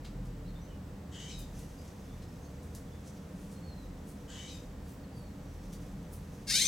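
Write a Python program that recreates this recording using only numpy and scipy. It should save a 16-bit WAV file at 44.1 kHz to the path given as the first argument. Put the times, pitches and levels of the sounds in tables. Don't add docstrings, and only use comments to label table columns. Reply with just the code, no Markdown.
import sys
import numpy as np
from scipy import signal
from scipy.fft import rfft, irfft
from scipy.io import wavfile
from scipy.ndimage import uniform_filter1d

SR = 44100
rng = np.random.default_rng(int(sys.argv[2]) if len(sys.argv) > 2 else 0)


def transcribe(signal):
    frames = np.atleast_2d(signal).T
    limited = np.clip(frames, -1, 1)
    pcm = np.round(limited * 32767).astype(np.int16)
    wavfile.write(sys.argv[1], SR, pcm)


N = 294308
TIME = np.arange(N) / SR
BINS = np.maximum(np.fft.rfftfreq(N, 1 / SR), 1)
CUTOFF_HZ = 16400


def from_db(db):
    return 10 ** (np.asarray(db) / 20)


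def rms_one(x):
    return x / np.sqrt(np.mean(x ** 2) + 1e-20)


def in_time(rows):
    s, *columns = np.transpose(rows)
    return [np.interp(TIME, s, c) for c in columns]


def at_hz(points, hz):
    f, value = np.transpose(points)
    return np.interp(np.log(hz), np.log(f), value)


def coloured(x, colour):
    return irfft(rfft(x) * from_db(at_hz(colour, BINS)), N)


def drift(rate_hz):
    return rms_one(irfft(rfft(rng.standard_normal(N)) / (1 + (BINS / rate_hz) ** 2), N))


def step(at_s, glide_s):
    return .5 + .5 * np.tanh((TIME - at_s) / glide_s)


def pan(x, lean_db):
    return x * from_db(np.array([[.5], [-.5]]) * lean_db)


def yard(x, wet_db, early_db, spread, lead_s=0):
    t60_s, leaf_cut_hz, build_up_s = 0.46, 13000, 0.00097
    echoes = 12
    t = TIME[:SR // 2]
    shared, left, right = rng.standard_normal((3, len(t)))
    scatter = shared + spread * np.array([left, right])
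    scatter = scatter * from_db(-60 * t / t60_s) * (1 - np.exp(-t / build_up_s))
    scatter = signal.sosfilt(signal.butter(1, leaf_cut_hz, fs=SR, output="sos"), scatter)
    response = from_db(wet_db) * rms_one(scatter) / np.sqrt(len(t))
    for delay_s in rng.uniform(.003, .028, size=echoes):
        for ear in response:
            ear_lag = int(spread * rng.uniform(0, 1e-4) * SR)
            ear[int(delay_s * SR) + ear_lag] += from_db(early_db) / np.sqrt(echoes)
    response[0, 0] += 1
    response[1, int(lead_s * SR)] += 1
    response /= np.sqrt(np.sum(response ** 2) / 2)
    return signal.fftconvolve(x[None], response, axes=1)[:, :N]


def city():
    # (per Hz, relative)
    wash_colour = [(22, -21), (38, -3), (60, 0.5), (100, -4), (190, 0), (235, -9), (370, -11), (550, -16.5),
                   (760, -16.5), (1300, -22.5), (2600, -30), (4500, -33.5), (7000, -35.5), (10000, -41.5),
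                   (16000, -42)]
    # hz, width_hz, level_db
    drones = [(67.7, 3.6, -57.5), (81.2, 5, -53.5), (127.4, 24, -57), (163.4, 13, -57.5),
              (205.5, 5.7, -60.5), (241, 5.6, -68.5), (273.2, 19, -58.5), (291.4, 6.3, -62),
              (454.2, 8.9, -66.5), (499, 27, -62.5), (593, 16, -67.5), (1856, 120, -77)]
    # hz, correlation
    likeness = [(30, .9998), (100, .9995), (200, .994), (330, .91), (650, .66), (1400, .5), (4000, .55),
                (9000, .65), (12000, .995)]
    # hz, lean_db
    lean = [(170, 0), (380, -1), (700, -2.6), (1500, -.8), (4000, .3), (12000, 0)]
    wash_db = -49
    wash = from_db(at_hz(wash_colour, BINS)) ** 2
    power = from_db(wash_db) ** 2 * wash / wash.mean()
    for hz, width_hz, level_db in drones:
        band = 1 / (1 + ((BINS - hz) / width_hz) ** 2) ** 2
        power = power + from_db(level_db) ** 2 * band / band.mean()
    mid, side = rfft(rng.standard_normal((2, N)))
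    alike = np.clip(at_hz(likeness, BINS), 0, 1)
    ears = np.sqrt((1 + alike) / 2) * mid + np.sqrt((1 - alike) / 2) * side * [[1], [-1]]
    return irfft(pan(ears, at_hz(lean, BINS)) * np.sqrt(power), N)


def road(side_db):
    # time_s, level_db
    rumble = [(0, -50.5), (.8, -53), (2.3, -65.5), (3.4, -49.5), (4.1, -56.5), (5.3, -56), (5.8, -50.5),
              (6.67, -52.5)]
    centre_hz, width_hz = 184.5, 40.5
    band = 1 / (1 + ((BINS - centre_hz) / width_hz) ** 2) ** 2
    mid, side = irfft(rfft(rng.standard_normal((2, N))) * band, N)
    ears = mid + from_db(side_db) * side * [[1], [-1]]
    return from_db(in_time(rumble)[0]) * rms_one(ears)


def deep_hum(third_db):
    # time_s, level_db
    hum_level = [(0.0, -54), (0.17, -41.5), (0.98, -56), (1.15, -77), (1.39, -44), (1.95, -62), (2.17, -47),
                 (2.62, -75), (2.79, -51.5), (3.27, -76), (3.34, -54), (3.73, -62), (3.86, -49.5),
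                 (4.31, -69), (4.68, -48.5), (4.81, -60), (5.59, -49.5), (6.67, -57.5)]
    hum_hz, wander_hz, flutter_db = 40.4, 1.77, 2.3
    phase = 2 * np.pi * np.cumsum(hum_hz + wander_hz * drift(8.7)) / SR
    gain = from_db(in_time(hum_level)[0] + flutter_db * drift(14))
    return gain * np.sqrt(2) * (np.sin(phase) + from_db(third_db) * np.sin(3 * phase))


def camera_whine(wander_hz, rate_hz):
    # pitch_hz, level_db
    whines = [(7900, -82), (7200, -92), (15735, -97)]
    out = np.zeros(N)
    for pitch_hz, level_db in whines:
        phase = 2 * np.pi * np.cumsum(pitch_hz + wander_hz * drift(rate_hz)) / SR
        out += from_db(level_db) * np.sqrt(2) * np.sin(phase)
    return out


def bird(waver):
    # start_s, length_s, start_hz, end_hz, level_db
    whistles = [ (0.433, .1, 4130, 3650, -70), (0.458, .07, 4400, 4120, -67),
                (0.547, .05, 3380, 3800, -63.5), (0.607, .065, 5800, 6200, -62),
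                (0.667, .085, 3220, 2850, -65.5), (1.768, .07, 4570, 5120, -64),
                (2.05, 0.15, 3400, 3630, -72), (2.413, 0.064, 6360, 6520, -65),
                (2.839, .16, 3280, 3600, -70), (2.26, .08, 5100, 5350, -71), (2.44, .06, 4400, 4480, -69),
                (3.545, 0.05, 4200, 4260, -67), (3.591, .3, 4620, 3820, -63.5),
                (5.03, .04, 4550, 4080, -69), (5.105, 0.21, 4980, 4150, -67), (5.40, 0.35, 6060, 5340, -73)]
    peak_share, glide_ease = .33, .75
    fade_db = 16
    out, wobble = np.zeros(N), 1 + waver * drift(76)
    for start_s, length_s, start_hz, end_hz, level_db in whistles:
        on = (TIME >= start_s) & (TIME < start_s + length_s)
        part = (TIME[on] - start_s) / length_s
        hz = (start_hz + (end_hz - start_hz) * part ** glide_ease) * wobble[on]
        swell = np.clip(np.minimum(part / peak_share, 10 * (1 - part)), 0, 1)
        gain = swell * from_db(level_db - fade_db * np.maximum(part - peak_share, 0))
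        out[on] += gain * np.sqrt(2) * np.sin(2 * np.pi * np.cumsum(hz) / SR)
    return out


def foliage(flicker_db):
    # time_s, level_db
    stir = [(0, -84), (1.1, -109), (1.55, -63.5), (2.1, -69.5), (3.45, -70), (4.0, -74.5), (4.6, -65.5),
            (4.8, -85), (5.8, -65.5), (6.1, -73), (6.4, -66.5)]
    # (per Hz, relative)
    leaf_colour = [(1000, -31), (2500, -3), (4500, -5.5), (6100, 5), (7500, -0.5), (9500, -3), (11500, -2),
                   (13000, 0), (16000, -30)]
    hiss = rms_one(coloured(rng.standard_normal(N), leaf_colour))
    return hiss * from_db(in_time(stir)[0] + flicker_db * drift(25))


def scratches(grain_db, grains_per_s):
    # peak_s, level_db (at the peak), centre_hz,
    # width_octaves, rise_s
    strokes = [ (0.05, -50, 3400, 1.2, 0.003), (.257, -61, 7000, .8, .004),
               (1.395, -49, 11500, 0.83, 0.0099), (1.592, -55, 7600, .89, 0.016),
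               (1.878, -62, 6230, .5, .006), (2.225, -59.5, 4940, .98, .005),
               (2.632, -58.5, 8420, .53, .003), (2.751, -46.5, 8350, 0.86, 0.0032),
               (3.075, -57, 6600, 0.6, 0.023), (3.42, -63, 8000, .7, 0.074),
               (3.522, -57.5, 7500, .7, 0.018), (4.09, -55, 9000, 0.67, 0.016),
               (4.895, -58.5, 7900, 1.1, 0.034), (4.935, -60, 15000, .2, .015),
               (5.18, -64, 10000, .7, 0.033), (5.731, -49, 7000, 1.23, 0.0051),
               (6.138, -50.5, 10500, .83, .016)]
    decay_s, decay_per_rise = 0.014, .9
    out, t = np.zeros(N + SR), TIME[:SR // 2]
    hz = np.maximum(np.fft.rfftfreq(len(t), 1 / SR), 1)
    lead = SR // 8
    age = t - lead / SR
    for peak_s, level_db, centre_hz, octaves, rise_s in strokes:
        snaps = rng.standard_normal(len(t)) * (rng.random(len(t)) < grains_per_s / SR)
        snaps = snaps * from_db(grain_db * np.minimum(rng.exponential(1, len(t)), 4))
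        band = 1 / (1 + (np.log2(hz / centre_hz) / (2 * octaves)) ** 2) ** 3
        rasping = rms_one(irfft(rfft(snaps) * band, len(t)))
        swell = np.exp(np.minimum(age / rise_s, -age / (decay_s + decay_per_rise * rise_s)))
        start = int(peak_s * SR)
        out[start:start + len(t)] += from_db(level_db) * swell * rasping
    return out[lead:lead + N]


def climbing():
    # hz, gain_db
    rustle_colour = [(2000, 4), (3200, 2.5), (5000, 0.5), (6200, -0.5), (7000, -2), (9000, -2),
                     (11500, -1.5), (13000, -7), (15000, -4)]
    rustle = scratches(grain_db=1.2, grains_per_s=6700) + foliage(flicker_db=2.5)
    rustle = coloured(rustle, rustle_colour)
    return pan(yard(rustle, wet_db=-7.5, early_db=-7, spread=0.56), 0.71)


def throat_filter(source, opening, throat):
    mouth_cut_hz = 1220
    hz, s, frames = signal.stft(source, SR, nperseg=512, noverlap=384)
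    hz, opening, power = hz[:, None], np.interp(s, TIME[:len(source)], opening), 0
    for shut_hz, open_hz, width_hz, shut_db, open_db in throat:
        away = (hz - shut_hz - (open_hz - shut_hz) * opening) / width_hz
        strength = from_db(shut_db + (open_db - shut_db) * opening ** 2)
        power = power + (strength / (1 + away ** 2)) ** 2
    radiated = hz ** 4 / (hz ** 4 + mouth_cut_hz ** 4)
    shaped = frames * np.sqrt(power) * radiated
    return signal.istft(shaped, SR, nperseg=512, noverlap=384)[1][:len(source)]


def raccoon(pitch, rough, opening, gain, throat, jitter, rasp, flutter_db):
    on = gain > 0
    pitch, rough, opening = pitch[on], np.clip(rough[on], 0, 1), np.clip(opening[on], 0, 1)
    hz = pitch * (1 + jitter * rough * drift(213)[on])
    phase = 2 * np.pi * np.cumsum(hz) / SR
    folds = np.zeros(len(phase))
    for k in range(1, 32):
        partial = np.cos(k * phase + rng.uniform(0, 2 * np.pi))
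        folds += partial * (k * hz < CUTOFF_HZ)
    folds = rms_one(folds * np.sqrt(hz))
    air = rms_one(rng.standard_normal(len(phase)) * (1 + 0.36 * np.cos(phase)))
    source = np.sqrt(1 - rough ** 2) * folds + rasp * rough * air
    voice = throat_filter(source, opening, throat)
    evened = voice / np.sqrt(uniform_filter1d(voice ** 2, size=400) + 1e-9)
    out = np.zeros(N)
    out[on] = evened * gain[on] * from_db(flutter_db * drift(135)[on])
    return out


def far_call(start_s, break_s, end_s, level_db, squeal_hz, fade_db_per_s):
    # shut_hz, open_hz, width_hz, shut_db, open_db
    far_throat = [(1760, 2670, 255, 0.5, -7), (3020, 3020, 130, 7.5, -1), (3380, 4150, 380, -4, 5.5),
                  (4840, 5900, 1900, -9, -6), (6770, 5400, 390, -1, -6), (7750, 7400, 650, -7, -7),
                  (11300, 9500, 1400, -23, -19)]
    rasp_hz, cry_hz, squeal_sag_hz_per_s = 523, 769.4, 1100
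    rasp_rough, cry_rough, squeal_rough = .88, 0.725, 0.32
    cry_share = .39
    cry_glide_s, break_glide_s = 0.019, 0.00782
    cry_opening, mouth_lead_s, mouth_glide_s = 0.22, .014, 0.023
    attack_s, release_s = 0.029, 0.012
    rasp_db = -1

    cry = step(start_s + cry_share * (break_s - start_s), cry_glide_s)
    squeal = step(break_s, break_glide_s)
    since_break = np.maximum(TIME - break_s, 0)
    pitch = rasp_hz + (cry_hz - rasp_hz) * cry + (squeal_hz - cry_hz) * squeal
    pitch = pitch - squeal_sag_hz_per_s * since_break
    rough = rasp_rough + (cry_rough - rasp_rough) * cry + (squeal_rough - cry_rough) * squeal
    gape = step(break_s - mouth_lead_s, mouth_glide_s)
    opening = cry_opening * cry + (1 - cry_opening) * gape
    envelope = np.clip(np.minimum((TIME - start_s) / attack_s, (end_s - TIME) / release_s), 0, 1)
    gain = envelope * from_db(level_db + rasp_db * (0.5 - cry) - fade_db_per_s * since_break)
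    return raccoon(pitch, rough, opening, gain, far_throat, jitter=0.0366, rasp=0.97, flutter_db=1.5)


def far_calls():
    # start_s, break_s, end_s, level_db (midway from rasp to cry), squeal_hz, fade_db_per_s (squeal)
    calls = [(1.109, 1.317, 1.446, -51, 1322, 79), (4.274, 4.498, 4.58, -51, 1295, 101)]
    voices = sum(far_call(*call) for call in calls)
    return pan(yard(voices, wet_db=-3, early_db=-2.0, spread=0.86), 2.2)


def near_call():
    # shut_hz, open_hz, width_hz, shut_db, open_db
    near_throat = [(1910, 2560, 383, -7, -4.5), (2460, 4500, 620, -11.5, -2), (3700, 3900, 310, -6.5, 4),
                   (4600, 3570, 350, 0, -2), (5360, 4900, 340, -1, -29), (6260, 6000, 390, -6, 7.5),
                   (7050, 8100, 730, -11, -5), (9100, 8600, 1600, -10.5, -11), (13500, 8600, 3700, -23, -9)]
    # time_s, pitch_hz, roughness (0-1), level_db
    glide = [(6.474, 550, 0.53, -41.5), (6.507, 526.4, 0.54, -28), (6.53, 717.5, .36, -31),
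             (6.553, 744, 0.22, -25), (6.572, 799, .2, -27), (6.594, 905, 0.36, -30.5),
             (6.619, 1046, 0.27, -25.5), (6.641, 1109, 0.32, -33), (6.655, 1234, 0.25, -28.5),
             (6.69, 1268, 0.07, -35)]
    attack_s = .006
    pitch, rough, level_db = in_time(glide)
    opening = (pitch - pitch.min()) / np.ptp(pitch)
    gain = from_db(level_db) * np.clip(1 + (TIME - glide[0][0]) / attack_s, 0, 1)
    voice = raccoon(pitch, rough, opening, gain, near_throat, jitter=0.057, rasp=.73, flutter_db=1.5)
    return pan(yard(voice, wet_db=-4, early_db=-5, spread=.7, lead_s=2.5e-5), 3.3)


def scene():
    background = city() + road(side_db=-41) + deep_hum(third_db=-6.5)
    background = background + camera_whine(wander_hz=28, rate_hz=123)
    whistles = yard(bird(waver=0.0053), wet_db=-3.5, early_db=-7, spread=.9)
    return background + whistles + climbing() + far_calls() + near_call()


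def record(dry):
    return signal.sosfilt(signal.ellip(12, .1, 80, CUTOFF_HZ, fs=SR, output="sos"), dry)


dry = scene()
out = record(dry)
transcribe(out)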